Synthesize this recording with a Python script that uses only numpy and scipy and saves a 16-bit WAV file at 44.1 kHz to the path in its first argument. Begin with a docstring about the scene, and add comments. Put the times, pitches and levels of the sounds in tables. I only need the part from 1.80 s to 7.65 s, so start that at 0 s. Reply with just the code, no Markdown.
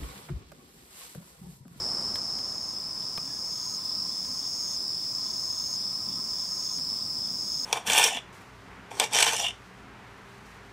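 """Crickets on a still night: several trill near 5 kHz over a far chorus, by stridulation, each wing stroke
a short tone of falling pitch. One buzzes in crescendos about once a second, with a farther buzzer ahead of it;
a low one chirps far off, and higher insects add a sheen of narrow-band noise. Filtered noise makes the night
air, a fading rush and a distant rumble like traffic that swells softly. The hand-held camera clicks a few
times: noise bursts and decaying modes."""
import sys
import numpy as np
from scipy import signal
from scipy.fft import rfft, irfft
from scipy.io import wavfile
from scipy.ndimage import uniform_filter1d

SR = 44100
rng = np.random.default_rng(int(sys.argv[2]) if len(sys.argv) > 2 else 0)


def persist_wave(psi):
    """Save psi, clipped to +-1, as 16-bit WAV."""
    counts = np.round(np.clip(psi, -1, 1) * 32767).astype(np.int16)
    wavfile.write(sys.argv[1], SR, np.atleast_2d(counts).T)


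N = 257973
T = np.arange(N) / SR  # time [s]
HZ = np.fft.rfftfreq(N, 1 / SR)  # frequency of each spectral line [Hz]

# slow loudness contour of the main chorus, to which its singers add their own trims: t/s, relative level/dB
CHORUS_LEVEL = [(0.1, -31.5), (0.99, -35.5), (2.03, -34), (2.19, -32), (2.29, -33.5), (5.75, -32.5)]


def chorus(trim_db=0.24):
    """Incoherent superposition: steady trillers and a far crowd share one amplitude modulation."""
    # crickets that never stop: mid-stroke pitch f/Hz, fall within a stroke/Hz, strokes per s,
    # sounding share of a stroke, relative level/dB, echo level on the direct sound/dB
    trillers = [(5177, 50.5, 20, 0.92, -10, 4), (5208, 330, 103.2, 0.94, -7.5, 7),
                (5327, 230, 29.9, 0.94, -10.5, 2), (5136, 220, 118.6, 0.99, -9.5, -3.5),
                (5200, 260, 79.4, 1, -9.5, 9), (5025, 200, 34, .9, -10.5, 4.5),
                (4894, 130, 44.2, .9, -15.5, 6), (4710, 150, 66, 0.74, -29, -17),
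                (5512, 120, 33.2, 0.85, -13.5, 6)]
    # countless far crickets blur into bands: f/Hz, width/Hz, relative density level/dB
    crowd_bands = [(3720, 500, -29), (3870, 51, -20), (4690, 180, -11.5), (5174, 213, 2.5)]
    # brief surges: middle t/s, rise in level/dB
    surge_rows = [(1.22, 1), (2.2, 1.5), (3.09, 2.5), (4.01, 1.5), (5.11, 1.5)]
    surge_width_s, crowd_db = 0.035, -6.5
    flutter_db, flutter_per_s = 0.5, 8  # a small random flutter of level

    near = np.zeros(N)
    for hz, fall_hz, per_s, share, db, echo_db in trillers:
        song = strokes(beat(per_s), hz, fall_hz, share)
        near += amp(db) * garden(song, echo_db)
    crowd = amp(crowd_db) * noise(bands(crowd_bands))
    surges = sum(db * bell(s, surge_width_s) for s, db in surge_rows)
    flutter = flutter_db * drift(flutter_per_s)
    return steadied(evened(near) + crowd) * amp(trim_db + curve(CHORUS_LEVEL) + surges + flutter)


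def deep_cricket():
    """Frequency-swept strokes: the pitch slides far down, and each run restarts the beat after a rest."""
    # trill runs: start t/s, level on the chorus contour/dB
    runs = [(-0.006, -29), (0.841, -26), (1.661, -20), (2.073, -19), (2.478, -18.5), (2.896, -20),
            (3.379, -18), (3.811, -21), (4.254, -20.5), (4.646, -19), (5.047, -18.5), (5.612, -20)]
    strokes_per_s, rest_s = 32.35, 0.11
    turns = np.zeros(N)  # running stroke count; zero during the rests, which keeps them silent
    ends = [start - rest_s for start, _ in runs[1:]] + [np.inf]
    for (start, _), end in zip(runs, ends):
        singing = (T >= start) & (T < end)
        run_turns = np.ceil(turns.max()) + (T - start) * strokes_per_s
        turns = np.where(singing, run_turns, turns)
    song = strokes(turns, hz=4670, fall_hz=640, share=0.37, uneven_db=0.5)
    return amp(curve(CHORUS_LEVEL) + curve(runs)) * garden(song, echo_db=-22)


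def buzzers():
    """Superposition of two staggered sources: each farther crescendo ends before the near one."""
    # crescendos: end of the near one t/s, final near level/dB, final far level/dB
    crescendos = [(0.939, -48, -51.5), (1.968, -41.5, -50), (2.96, -40.5, -45.5), (3.961, -40, -45.5),
                  (4.982, -40.5, -49), (5.95, -39.5, -62)]
    far_lead_s = 0.28
    near_rows = [(end, db) for end, db, _ in crescendos]
    far_rows = [(end - far_lead_s, db) for end, _, db in crescendos]
    near = buzzer(near_rows, length_s=0.52, hz=6510, fall_hz=600, echo_db=-15, stop_s=0.0066)
    far = buzzer(far_rows, length_s=0.58, hz=6470, fall_hz=1310, echo_db=-5, stop_s=0.33)
    return near + far


def buzzer(rows, length_s, hz, fall_hz, echo_db, stop_s, rise_db=18):
    """Growing stridulation force: the wings press harder and in the end beat slower, then stop."""
    level, per_s = np.zeros(N), np.full(N, 150.0)
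    for end, db in rows:
        start = end - length_s
        along = np.clip((T - start) / length_s, 0, 1)
        level += gate(start, end, stop_s) * amp(db - rise_db * (1 - along) ** 2)
        # strokes per second at points along the crescendo
        slowing = np.interp(along, [0, 0.3, 0.6, 1], [148.7, 150.9, 140.4, 131.2])
        per_s = np.where(T > start, slowing, per_s)
    song = strokes(beat(per_s), hz, fall_hz, share=0.9, uneven_db=1.0, scatter_hz=14.6, second_db=-21.5)
    return garden(song * level, echo_db, t60=0.15)


def high_insects():
    """Random superposition: one small high triller over far ones that merge into narrow-band noise."""
    # levels before the trims below: t/s, level of triller and sheen/dB, level of the finest hiss/dB
    insect_levels = [(0.0, -51, -67), (0.85, -55, -67), (2.18, -51.5, -61), (5.75, -51.5, -60.5)]
    # far insects blurred into a sheen: f/Hz, width/Hz, relative density level/dB
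    sheen_bands = [(5770, 530, -3), (6200, 96, 5.5), (7110, 260, 1), (7760, 300, -3.5), (7960, 55, 1.5),
                   (8265, 160, -0.5), (9500, 510, -10), (10380, 190, -3.5), (11050, 100, -11.5),
                   (13050, 400, -14.5)]
    # finest hiss: f/Hz, width/Hz, relative density level/dB
    hiss_bands = [(13200, 1500, -13), (15240, 400, -2), (15700, 250, -2)]
    song = strokes(beat(34.4), hz=8210, fall_hz=344.3, share=0.37)
    small = amp(-8.5) * steadied(garden(song, echo_db=0))
    sheen = amp(2.5) * noise(bands(sheen_bands))
    hiss = amp(3.0) * noise(bands(hiss_bands))
    return (small + sheen) * amp(curve(insect_levels, axis=1)) + hiss * amp(curve(insect_levels, axis=2))


def far_crickets():
    """Reverberant blurring by distance: low chirps, thin long trills and a single peep."""
    # long faint trills: start t/s, end t/s
    faint_trills = [(1.72, 2.42), (3.22, 3.947), (4.88, 5.1)]
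    # one faint far peep: middle t/s, f/Hz
    peep_s, peep_hz = (1.525, 1700)
    # the chirps keep a steady beat and grow clearer over the first seconds
    first_chirp_s, chirp_every_s, chirp_width_s = 0.1, 0.282, 0.071
    grow_s, envelope_db = 1.9, [-71, -56.5]  # before the weights of core and rasp
    chirps = sum(bell(s, chirp_width_s) for s in np.arange(first_chirp_s, T[-1], chirp_every_s))
    chirps = chirps * amp(np.interp(T, [0, grow_s], envelope_db))
    # each chirp is a clear core with a rasp around it
    core = steadied(garden(strokes(beat(55), hz=3532, fall_hz=199.8, share=0.84), echo_db=14))
    rasp = noise(bands([(3440, 195, 0)]))
    low = chirps * (amp(-4.5) * core + amp(-6.5) * rasp)

    trill = steadied(garden(strokes(beat(48), hz=4160, fall_hz=197.4, share=0.95), echo_db=5))
    thin = amp(-62.5) * sum(gate(start, end, 0.21) for start, end in faint_trills) * trill
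    peep_tone = steadied(noise(bands([(peep_hz, 25, 0)])))
    peep = amp(-61) * bell(peep_s, width=0.043) * peep_tone
    return low + thin + peep


def clicks(crack_db=-4, crack_s=0.0059):
    """Impulsive excitation by fingers on the camera: a short crack, a bright ring and a dull knock."""
    # clicks: t/s, level/dB, dull knock relative to the click/dB
    click_rows = [(.3565, -32.5, -16), (.3585, -40, -12), (0.588, -43.5, -18), (1.223, -47, -18),
                  (1.376, -35, -6.5), (1.3805, -43.5, 8.5), (2.45, -45, -28), (4.986, -45, -26)]
    # bright modes of the case: f/Hz, t60/s, relative level/dB
    case_modes = [(1660, 0.03, -5), (2230, 0.0041, 4.5), (2750, 0.0056, -4), (3235, 0.022, -3),
                  (3530, 0.016, -5.5), (4160, 0.016, 0)]
    # dull modes of the knock: f/Hz, t60/s, relative level/dB
    thud_modes = [(148, 0.05, -0.5), (433, 0.015, -0.5), (760, 0.011, 4.5), (1204, 0.047, 1),
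                  (2480, 0.025, -5)]
    t, out = T[:SR // 10], np.zeros(N)
    for s, db, thud_db in click_rows:
        crack = amp(crack_db) * rng.standard_normal(len(t)) * np.exp(-t / crack_s)
        click = crack + ring(case_modes, t) + amp(thud_db) * ring(thud_modes, t)
        out[round(s * SR):][:len(t)] += amp(db) * click
    return out


def distance(whine_trim_db=-2):
    """Spectrally shaped noise: steady air, a fading rush, and the rumble and faint whine of far traffic."""
    # night air: f/Hz, relative density level/dB
    air_points = [(20, -18), (45, -4.5), (65, -2), (120, 1.5), (300, -1.5), (480, -6.5), (720, -5.5),
                  (900, -6.5), (1280, -8), (1400, -12), (2500, -17), (4500, -20.5), (12000, -23),
                  (16000, -41)]
    # broad rush: f/Hz, relative density level/dB
    rush_points = [(20, -14), (65, -0.5), (200, -0.5), (700, -3), (1150, -4.5), (1500, -12), (2500, -22),
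                   (6000, -24), (16000, -38)]
    # rumble bands: f/Hz, width/Hz, relative density level/dB
    rumble_bands = [(99.2, 2.3, -1.5), (176.6, 27, -1), (235, 31, -3)]
    # soft swells of the rumble: middle t/s, half width/s, level/dB
    swells = [(.2, 0.087, -50), (1.5, .07, -55), (2.22, .09, -54), (2.5, 0.09, -51.5), (4.03, .07, -54),
              (4.32, 0.1, -48.5), (5.02, 0.043, -51), (5.4, 0.32, -52)]
    # whine bands: f/Hz, width/Hz, relative density level/dB
    whine_bands = [(1032, 28, -3.5), (1264, 8.7, -4.5)]
    # whine contour before its trim: t/s, level/dB
    whine_level = [(1.45, -57), (1.95, -54), (3.32, -60), (3.42, -53), (4.03, -57), (4.27, -51.5),
                   (5.75, -60), (5.8, -58)]
    rush_db, rush_fall_db_per_s = -43, 12.5
    rumble_db = -59  # between swells

    air = amp(-50.5) * noise(spectrum(air_points))
    rush = amp(rush_db - rush_fall_db_per_s * T) * noise(spectrum(rush_points))
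    # powers add, not amplitudes
    power = amp(rumble_db) ** 2 + sum((amp(db) * bell(s, width)) ** 2 for s, width, db in swells)
    rumble = np.sqrt(power) * noise(bands(rumble_bands))
    whine = amp(whine_trim_db + curve(whine_level)) * noise(bands(whine_bands))
    return air + rush + rumble + whine


def strokes(turns, hz, fall_hz, share, uneven_db=1.3, scatter_hz=12, second_db=-38):
    """Stridulation: a scraper runs along the wing file; each tone swells, sinks in pitch and stops."""
    stroke = turns.astype(int)
    # every stroke has its own random force, pitch and starting phase
    force, detune, start = rng.standard_normal((2048, 3))[stroke].T
    along = np.minimum(turns % 1 / np.clip(share, 0.1, 1), 1)
    pitch = hz + fall_hz * (0.5 - along) + scatter_hz * detune
    phase = 2 * np.pi * (np.cumsum(pitch) / SR + start)
    tone = np.sin(phase) + amp(second_db) * np.sin(2 * phase)
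    swell = abs(np.sin(np.pi * along)) ** 1.5
    return evened(tone * swell * amp(uneven_db * force))


def beat(per_s):
    """Phase accumulation: running count of wing strokes at a nearly steady rate."""
    return np.cumsum(per_s * (1 + 0.004 * drift(2))) / SR + rng.random()


def garden(x, echo_db, t60=0.23):
    """Multipath: reflections shift in pattern as the microphone sways; the total power is unchanged."""
    sway = np.pi * T + drift(0.98)
    # sine and cosine weights keep the power while one echo pattern turns into the other
    echo = np.cos(sway) * scatter(x, t60) + np.sin(sway) * scatter(x, t60)
    return evened(x + amp(echo_db) * echo) * np.std(x)


def scatter(x, t60):
    """Diffuse reflection: ground, walls and leaves return a short, sparse, decaying tail."""
    t = T[:SR // 2]
    present = rng.random(len(t)) < 2000 / SR  # about 2000 reflections per second
    taps = rng.standard_normal(len(t)) * present * amp(-60 * t / t60)
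    return signal.oaconvolve(x, taps / np.linalg.norm(taps))[:N]


def ring(modes, t):
    """Modal decay of a tapped body: dying sines, neighbouring modes in opposite polarity."""
    return sum((-1) ** k * amp(db - 60 * t / t60) * np.sin(2 * np.pi * hz * t)
               for k, (hz, t60, db) in enumerate(modes))


def noise(gain):
    """Spectral shaping: white noise filtered by a gain, scaled to rms 1."""
    return evened(irfft(rfft(rng.standard_normal(N)) * gain, N))


def bands(rows):
    """Power addition: gain at every frequency from bell-shaped bands."""
    return np.sqrt(sum(amp(db) ** 2 * np.exp(-0.5 * ((HZ - hz) / width) ** 2) for hz, width, db in rows))


def spectrum(points):
    """Logarithmic interpolation: gain at every frequency from (Hz, dB) points."""
    hz, db = np.transpose(points)
    return amp(np.interp(np.log(HZ + 1), np.log(hz), db))


def drift(per_s):
    """Low-frequency random modulation: straight lines between random knots, rms 1."""
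    knots = rng.standard_normal(1024)
    return evened(np.interp(T * 2 * per_s, np.arange(len(knots)), knots))


def steadied(x, size=3500):
    """Envelope normalization: holds the slow level at rms 1 and leaves the fast beating."""
    power = uniform_filter1d(uniform_filter1d(x ** 2, size), size)
    return x / np.sqrt(abs(power) + 1e-12)


def evened(x):
    """Power normalization: scales to rms 1."""
    return x / np.sqrt(np.mean(x ** 2) + 1e-20)


def curve(rows, axis=1):
    """Linear interpolation: one column of a time table at every sample."""
    rows = np.asarray(rows)
    return np.interp(T, rows[:, 0], rows[:, axis])


def gate(start, end, edge):
    """Time windowing: one between two times, with sloping edges."""
    return np.clip(np.minimum(T - start, end - T) / edge + 0.5, 0, 1)


def bell(middle, width):
    """Gaussian envelope: a smooth rise and fall of height one."""
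    return np.exp(-0.5 * ((T - middle) / width) ** 2)


def amp(db):
    """Logarithmic level scale: decibels to amplitude gain."""
    return 10 ** (np.asarray(db) / 20)


def scene():
    """Mid-side stereo: two close microphones hear almost the same; scattered sound adds a little width."""
    # side gain on the scattered sound: f/Hz, level/dB
    side_gain = [(30, -39), (125, -19), (500, -19.5), (1000, -9), (2000, -47), (5000, -17), (8000, -15),
                 (12000, -33)]
    night = chorus() + deep_cricket() + buzzers() + high_insects() + far_crickets() + distance()
    side = irfft(rfft(scatter(night, t60=0.41)) * spectrum(side_gain), N)
    mid = night + clicks()
    return np.array([mid + side, mid - side])


def record(dry):
    """Band limitation: the recorder's linear-phase low-pass filter."""
    edge_hz = 15750
    lowpass = signal.firwin(511, edge_hz, window=("kaiser", 9), fs=SR)
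    return signal.oaconvolve(dry, lowpass[None], "same")


dry = scene()
out = record(dry)
persist_wave(out)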